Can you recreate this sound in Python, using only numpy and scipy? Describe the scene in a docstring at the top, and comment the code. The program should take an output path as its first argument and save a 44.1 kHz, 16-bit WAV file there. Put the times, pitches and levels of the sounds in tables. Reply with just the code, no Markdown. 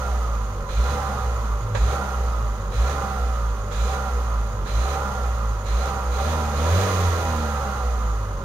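"""A car engine revs, heard from the driver's footwell: six short blips, then two more that climb higher.
Its four cylinders fire in turn, and the number of firings each second sets the pitch of a deep boom
in the cabin. The engine's knocks ring the panels between engine and cabin, which makes the clatter.
Each press of the pedal opens the throttle (the air valve): air gulps in and a pulsing hiss brightens.
Behind it all are a low rumble, a soft drone and thin whistles."""
import sys
import numpy as np
from scipy import signal
from scipy.fft import rfft, irfft, next_fast_len
from scipy.io import wavfile
from scipy.ndimage import uniform_filter1d

SR = 44100
rng = np.random.default_rng(int(sys.argv[2]) if len(sys.argv) > 2 else 0)


def dump(signal):
    """Clip the signal to [-1, 1] and save it as 16-bit WAV at the path in sys.argv[1]."""
    limited = np.clip(np.atleast_2d(signal).T, -1, 1)
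    pcm = np.round(limited * 32767).astype(np.int16)
    wavfile.write(sys.argv[1], SR, pcm)


N = 372204
TIME, HZ = np.arange(N) / SR, np.fft.rfftfreq(next_fast_len(N, True), 1 / SR)
CRUISE_HZ = 60  # firing rate at which the levels of rumble, fizz and air are given
OPEN_S, CLOSE_S, CLOSE_LAG_S = 0.039, 0.051, 0.037  # throttle: opening, shutting, delay after a peak

# Pedal presses: pedal down t/s, engine peak t/s, top firing rate f/Hz, extra boom/dB, rushing air/dB,
# gulp strength/dB, lean towards the upper whistle/dB
PEDAL_PRESSES = [(0.689, 0.929, 72.25, 0.5, -43.5, -47, -2), (1.75, 1.932, 69.4, 1, -43, -30.5, 4),
                 (2.721, 2.91, 71.2, 0.5, -43.5, -50, 0), (3.715, 3.934, 67.5, -2, -42.5, -40, 4),
                 (4.66, 4.93, 70.86, -1.5, -42.5, -44, -4), (5.656, 5.877, 67.64, -2, -43.5, -46, -3),
                 (6.119, 6.306, 79.63, -2, -42.5, -54, -4), (6.55, 6.818, 97.12, -1.5, -42.5, -55, 2)]
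DOWN_S, PEAK_S, TOP_HZ, BOOM_DB, AIR_DB, GULP_DB, LEAN_DB = np.transpose(PEDAL_PRESSES)
# Tone of the hiss: f/Hz, throttle shut left/dB, shut right/dB, open left/dB, open right/dB
HISS_TONE = [(1700, -6.5, -0.5, -6, 3), (2010, -8, -2, -10, -1.5), (2370, -15.5, -13, -4, -2),
             (2440, -12.5, -9, -5, -4.5), (2880, -14, -10, -11, -6.5), (3920, -19.5, -8.5, -12.5, 0.5),
             (4470, -21.5, -11, -16, -8), (5700, -20.5, -12.5, -19, -9.5), (6250, -19.5, -4.5, -11, -1.5),
             (6910, -17, -8, -19, -2.5), (7620, -36, -18.5, -22, -18), (8150, -21, -23.5, -18, -19),
             (8600, -18, -16, -14.5, -17), (9700, -29.5, -21.5, -26, -16.5),
             (11300, -28.5, -16.5, -29, -16.5), (15600, -35, -25, -34, -25)]
# Pitches of the gear and belt whines, as multiples of the firing rate
WHINE_MULTIPLES = [4, 6.5, 7, 8, 9, 10, 11, 12, 13, 15, 16, 18, 19, 20, 21, 22]


def amp(db):
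    """Turns decibels into a gain."""
    return 10 ** (np.asarray(db) / 20)


def unit(x):
    """Scales the average level (rms) to 1; stereo goes by the mean of both sides."""
    return x / np.sqrt(np.mean(np.atleast_2d(x).mean(0) ** 2) + 1e-20)


def steadied(x, size=11000):
    """Holds the mean of both sides near level 1 over each quarter second."""
    return x / np.sqrt(uniform_filter1d(x.mean(0) ** 2, size) + 1e-20)


def at(rows, where):
    """Reads a table's columns along a moving frequency or time."""
    knots, *columns = np.transpose(rows)
    return np.array([np.interp(where, knots, c) for c in columns])


def spectra(rows):
    """Reads a table's columns at every frequency in HZ."""
    hz, *columns = np.transpose(rows)
    return np.array([np.interp(np.log(HZ + 1), np.log(hz + 1), c) for c in columns])


def colour(x, gain):
    """Filters x with one gain for each frequency."""
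    size = next_fast_len(N, True)
    return irfft(rfft(x, size) * gain, size)[..., :N]


def bell(x, centre, width):
    """A smooth hump, 1 at its centre."""
    return np.exp(-((x - centre) / width) ** 2)


def drift(rate_hz):
    """A smooth random wander of level 1."""
    return unit(colour(rng.standard_normal(N), bell(HZ, 0, rate_hz)))


def strokes(firings, depth, sharpness):
    """A gain that swells once with every firing."""
    return unit(1 + depth * (.5 + .5 * np.cos(2 * np.pi * firings)) ** sharpness)


def pedal(close_s, lag_s=0):
    """How far each press opens the throttle, 0-1: it snaps open and eases shut as the engine peaks."""
    ramps = [np.minimum((TIME - down) / OPEN_S, (peak + lag_s - TIME) / close_s)
             for down, peak in zip(DOWN_S, PEAK_S)]
    return np.clip(np.array(ramps) + .5, 0, 1)


def throttle():
    """How open the throttle is over all presses, 0-1."""
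    return pedal(CLOSE_S, CLOSE_LAG_S).sum(0)


def coasting(from_hz, age, friction_hz_per_s=12.8, drag_per_s=.273):
    """Friction and drag slow the engine once the pedal is up."""
    friction_hz = friction_hz_per_s / drag_per_s
    return (from_hz + friction_hz) * np.exp(-drag_per_s * age) - friction_hz


def firing_rate(start_hz=64.7, bend=1.17):
    """Firings per second, two for each engine turn: every press pulls the rate up, then it sinks."""
    rate = coasting(start_hz, TIME)
    for down, peak, top_hz in zip(DOWN_S, PEAK_S, TOP_HZ):
        from_hz = np.interp(down, TIME, rate)
        progress = np.clip((TIME - down) / (peak - down), 0, 1)
        climb = from_hz + (top_hz - from_hz) * progress ** bend
        rate = np.where(TIME < down, rate, np.where(TIME < peak, climb, coasting(top_hz, TIME - peak)))
    return rate


def rumble(rate, level_db=-38, db_per_octave=-3, apart=0.22):
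    """The car's body shakes unevenly, most at low engine speed and almost alike at both ears."""
    # Tone of the shaking body: f/Hz, relative level/dB
    body_tone = [(10, -18), (24, -22), (36, 2.5), (60, 3), (85, -8), (110, -1), (135, -11), (220, -6),
                 (270, -21), (400, -12), (800, -64)]
    noise = rng.standard_normal(N) + apart * rng.standard_normal((2, N))
    shake = unit(colour(noise, amp(spectra(body_tone))))
    return amp(level_db + db_per_octave * np.log2(rate / CRUISE_HZ)) * shake * amp([[-.6], [.6]])


def drone(pitch_hz=110, waver=.25, flutter=.3):
    """A soft, wavering drone comes and goes in the cabin."""
    # Swells of the drone: t/s, level/dB
    swells = [(0, -58), (1.05, -41), (1.4, -35), (1.56, -50), (1.65, -29), (1.85, -30.5), (2.1, -52),
              (2.55, -39), (3.6, -52), (5.55, -44.5), (8.44, -50)]
    turns = pitch_hz * TIME + waver * drift(8)
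    gain = amp(at(swells, TIME)[0]) * (1 + flutter * drift(10))
    return np.sqrt(2) * gain * np.cos(2 * np.pi * turns) * amp([[-.6], [.6]])


def whistles(shut_hz=6700, low_hz=4105, high_hz=7080, width_hz=36, shut_db=-57, low_db=-53, high_db=-56):
    """Air whistles thinly at the throttle: one tone when it is shut, two while it is open."""
    bands = (shut_hz, width_hz), (low_hz, 1.7 * width_hz), (high_hz, 2 * width_hz)
    shut, low, high = (unit(colour(rng.standard_normal((2, N)), bell(HZ, *band))) for band in bands)
    presses = pedal(CLOSE_S)
    rushing = (amp(low_db - LEAN_DB) @ presses) * low + (amp(high_db + LEAN_DB) @ presses) * high
    return (amp(shut_db) * shut * (1 - throttle()) + rushing) * amp([[-13], [0]])


def reflections():
    """Ringing metal and echoes off the footwell walls put close peaks and dips in the treble."""
    # Ringing engine parts: f/Hz, width/Hz, lift/dB
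    metal_rings = [(2470, 40, 7.5), (2820, 35, 3), (3060, 40, 3.5), (3680, 33, 6), (5001, 64, 5)]
    knots_hz = np.arange(0, SR / 2, 40)
    ripples = rng.standard_normal((2, len(knots_hz)))
    ripple_db = 1.8 * np.array([np.interp(HZ, knots_hz, side) for side in ripples])
    ring_db = sum(db / (1 + (2 * (HZ - hz) / width) ** 2) for hz, width, db in metal_rings)
    return amp(ripple_db + ring_db)


def hiss(firings, rate, fizz_db=-46, leak_db=-60, low_cut_hz=1600, grain_db=0.4):
    """Valves fizz with each firing; air rushes through the open throttle and leaks past it at speed."""
    tone = amp(spectra(HISS_TONE)) / np.sqrt(1 + (low_cut_hz / (HZ + 1)) ** 20)
    fizz, air = rng.standard_normal((2, 2, N)) * amp(grain_db * drift(300))
    walls = reflections()
    valves = unit(colour(fizz * strokes(firings, depth=0.14, sharpness=5), walls * tone[:2]))
    rush = unit(colour(air * strokes(firings, depth=0.13, sharpness=2.5), walls * tone[2:]))
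    octaves = np.log2(rate / CRUISE_HZ)  # all three parts grow louder as the engine speeds up
    flow = (amp(AIR_DB) @ pedal(CLOSE_S, CLOSE_LAG_S)) * amp(2 * octaves)
    leak = amp(leak_db + 32 * octaves)
    return amp(fizz_db + 14 * octaves) * valves + np.hypot(flow, leak) * rush


def gulps(body_db=11, body_hz=520, width_hz=90, top_hz=7000, rise_s=.002, decay_s=0.024, lead_s=0.0025):
    """Air bursts into the engine's empty intake pipes with a short, hollow chuff."""
    swell = np.zeros(N)
    for down, db in zip(DOWN_S, GULP_DB):
        age = np.maximum(TIME - down + lead_s, 0)
        swell += amp(db) * (1 - np.exp(-age / rise_s)) * np.exp(-age / decay_s)
    hollow = 1 + amp(body_db) * bell(HZ, body_hz, width_hz) + 1.8 * np.exp(-(HZ / 1900) ** 4)
    band = HZ ** 4 / (HZ ** 4 + 400 ** 4) / (1 + (HZ / top_hz) ** 4)
    open_tone = amp(spectra(HISS_TONE)[2:])
    return 2 * swell * unit(colour(rng.standard_normal((2, N)), open_tone * hollow * band))


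def panel_ring(rate, ring_hz=782, width_hz=16, level_db=-36, centre_hz=68, reach_hz=4):
    """One panel sings out while the engine passes through the speeds that shake it most."""
    ring = unit(colour(rng.standard_normal(N), bell(HZ, ring_hz, width_hz)))
    return amp(level_db) * bell(rate, centre_hz, reach_hz) * ring * amp([[-4], [2]])


def whine(firings, waver=0.5, slip=0.059, throttle_dip=0.25):
    """Gears and belt sing along with the engine; slack between the parts blurs their tones."""
    # Strength of each whine next to the knocking: level/dB
    whine_levels = [-11, -18.5, -17, -13.5, -14.5, -13, -11.5, -10.5, -12.5, -15, -19, -14.5, -15, -18, -14,
                    -11.5]
    tones = np.zeros(N)
    for multiple, db in zip(WHINE_MULTIPLES, whine_levels):
        slack, flutter = drift(20), drift(14)
        turns = multiple * firings + rng.random() + slip * np.sqrt(multiple / 10) * slack
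        tones += np.sqrt(2) * amp(db) * np.cos(2 * np.pi * turns) * (1 + waver * flutter)
    return tones * (1 - throttle_dip * throttle())  # they stand out most with the pedal up


def knock_cycle(firings, firing_db=5, turn_db=4, count=200, size=8192):
    """Knocks repeat every four firings; tones in step with each engine turn or firing are stronger."""
    multiple = np.arange(count) / 4
    db = firing_db * (multiple % 1 == 0) + turn_db * (multiple % .5 == 0)
    heard = (multiple > 3) & ~np.isin(multiple, WHINE_MULTIPLES)  # leaves room for boom and whines
    tones = amp(db) * np.exp(2j * np.pi * rng.random(count)) * heard
    place_in_cycle = firings / 4 % 1
    return unit(np.interp(place_in_cycle * size, np.arange(size), irfft(tones, size)))


def knocking(firings):
    """The knock pattern slowly changes, over a loose rattle that differs with each stroke."""
    blend = 0.63 * drift(0.71)
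    first, second = knock_cycle(firings), knock_cycle(firings)
    loose = .66 * unit(colour(rng.standard_normal(N), HZ < 3000))
    impacts = strokes(4 * firings, depth=2.5, sharpness=2)
    knocks = np.cos(blend) * first + np.sin(blend) * second + loose * impacts
    return knocks * strokes(firings, depth=0.31, sharpness=0.67)


def clatter(firings, rate, lag_s=0.00011, steepness=1.57):
    """Knocks and whines ring the panels and reach the left side a moment after the right."""
    # Pitches at which panels and cabin ring: f/Hz, width/Hz, relative left/dB, relative right/dB
    panels = [(185, 85, -7, -5), (299, 23, -10.5, -10), (339.7, 14, -9.5, -4.5), (427, 42, -1.5, -1),
              (491.7, 31.5, 2.5, 3), (555, 36, -1, 1), (592, 68, 1.5, -26), (668, 52, -9.5, -11),
              (769.3, 45, -2, 3), (819, 63, 1.5, -4.5), (956, 84, -2, -6.5), (1006, 63, -10.5, 4),
              (1107, 55, 3, -1.5), (1201, 43, 1.5, 6), (1269, 64, 1.5, 5.5), (1372.5, 68, -0.5, 6.5),
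              (1537, 130, -11.5, -7), (1880, 250, -44, -24)]
    # How alike the two sides are: f/Hz, likeness (0-1)
    likeness = [(200, 0.84), (340, 0.83), (500, 1), (780, 0.61), (1200, 0.61), (1500, 0.93), (1900, 0.21)]
    # Panel rattle at each engine speed: firing rate f/Hz, low band/dB, middle band/dB, high band/dB
    rattle = [(43.7, -39, -53, -41), (52.8, -42.5, -48.5, -39), (54.8, -41.5, -48, -35.5),
              (60.5, -38, -43, -37), (64.5, -38, -39.5, -33.5), (67.9, -35.5, -40.5, -32),
              (73, -36, -40.5, -33.5), (82.8, -31.5, -37, -32.5), (85, -33, -45, -31.5),
              (94.1, -29.5, -39, -31)]
    # Change in rattle with the throttle open: low band/dB, middle band/dB, high band/dB
    open_change = [2.5, -1, 0]
    direct, scattered = knocking(firings) + whine(firings), knocking(firings)
    same = np.clip(spectra(likeness)[0], -1, 1)
    delay = np.exp(-2j * np.pi * HZ * lag_s)
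    left = colour(direct, same * delay) + colour(scattered, np.sqrt(1 - same ** 2))
    drive = np.array([left, direct])
    power = sum(amp([[left_db], [right_db]]) ** 2 / (1 + np.abs(2 * (HZ - hz) / width) ** (2 * steepness))
                for hz, width, left_db, right_db in panels)
    low, high = 1 / (1 + (HZ / 700) ** 30), 1 - 1 / (1 + (HZ / 900) ** 30)
    bands = low, np.maximum(1 - low - high, 0), high
    levels = at(rattle, rate) + np.outer(open_change, throttle())
    return sum(amp(db) * steadied(colour(drive, np.sqrt(power * band))) for db, band in zip(levels, bands))


def boom(firings, rate, lag_s=0.0003, unload_s=0.065, settle_s=0.0068):
    """The firings' three lowest tones swell as they slide through pitches at which the cabin rings."""
    # Cabin's answer at 1, 2 and 3 times the firing rate: f/Hz, pedal up level/dB, pedal down level/dB
    first = [(47, -36.5, -24), (46.3, -23, -38.5), (49.9, -31.5, -27.5), (53.7, -21.5, -18.5),
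             (57, -24, -16), (61.1, -21.5, -20.5), (63.6, -28, -21.5), (65.4, -29.5, -23.5),
             (72, -26.5, -22.5), (77, -24.5, -20.5), (82.8, -26, -20), (87.4, -18.5, -15), (95, -27, -18.5),
             (95.5, -23, -19)]
    second = [(93, -41, -54), (100, -31, -25.5), (100.6, -37, -37.5), (115, -41, -35.5), (120, -58, -52),
              (128.3, -41, -39), (162, -38.5, -36), (173.6, -53, -37), (177, -35, -32.5)]
    third = [(146, -44, -43), (143, -45, -41), (158, -69, -70), (165.6, -43.5, -38), (176.3, -33, -45),
             (168.5, -64, -26), (201, -35.5, -72), (205.6, -61, -74), (215, -35, -46), (225.9, -34.5, -34),
             (243, -38, -36), (246, -49, -43), (283, -42, -52)]
    presses = pedal(unload_s)
    load, extra_db = presses.sum(0), BOOM_DB @ presses
    hum = np.zeros(N)
    voices = (first, np.cos, 0.032), (second, np.sin, 0.13), (third, np.cos, 0.13)
    for multiple, (response, wave, tremble) in enumerate(voices, 1):
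        up_db, down_db = at(response, multiple * rate)
        gain = uniform_filter1d(amp(up_db + load * (down_db - up_db) + extra_db), int(settle_s * SR))
        uneven = 1 + tremble * drift(28)  # no two firings are equal
        hum += gain * wave(2 * np.pi * multiple * firings) * uneven
    left = np.interp(TIME - lag_s, TIME, hum)  # the wave in the cabin reaches the left side later
    return np.sqrt(2) * np.array([left, hum]) * amp([[-.7], [.7]])


def scene(wobble=0.0015):
    """One slightly unsteady engine shaft keeps the engine's layers in step."""
    rate = firing_rate()
    firings = np.cumsum(rate * (1 + wobble * drift(12.4))) / SR  # running count of firings
    background = rumble(rate) + drone()
    air = whistles() + hiss(firings, rate) + gulps()
    return background + air + panel_ring(rate) + clatter(firings, rate) + boom(firings, rate)


def record(dry):
    """Cuts the very highest treble, above 15730 Hz."""
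    return signal.oaconvolve(dry, signal.firwin(801, 15730, window=("kaiser", 9), fs=SR)[None], "same")


dry = scene()
out = record(dry)
dump(out)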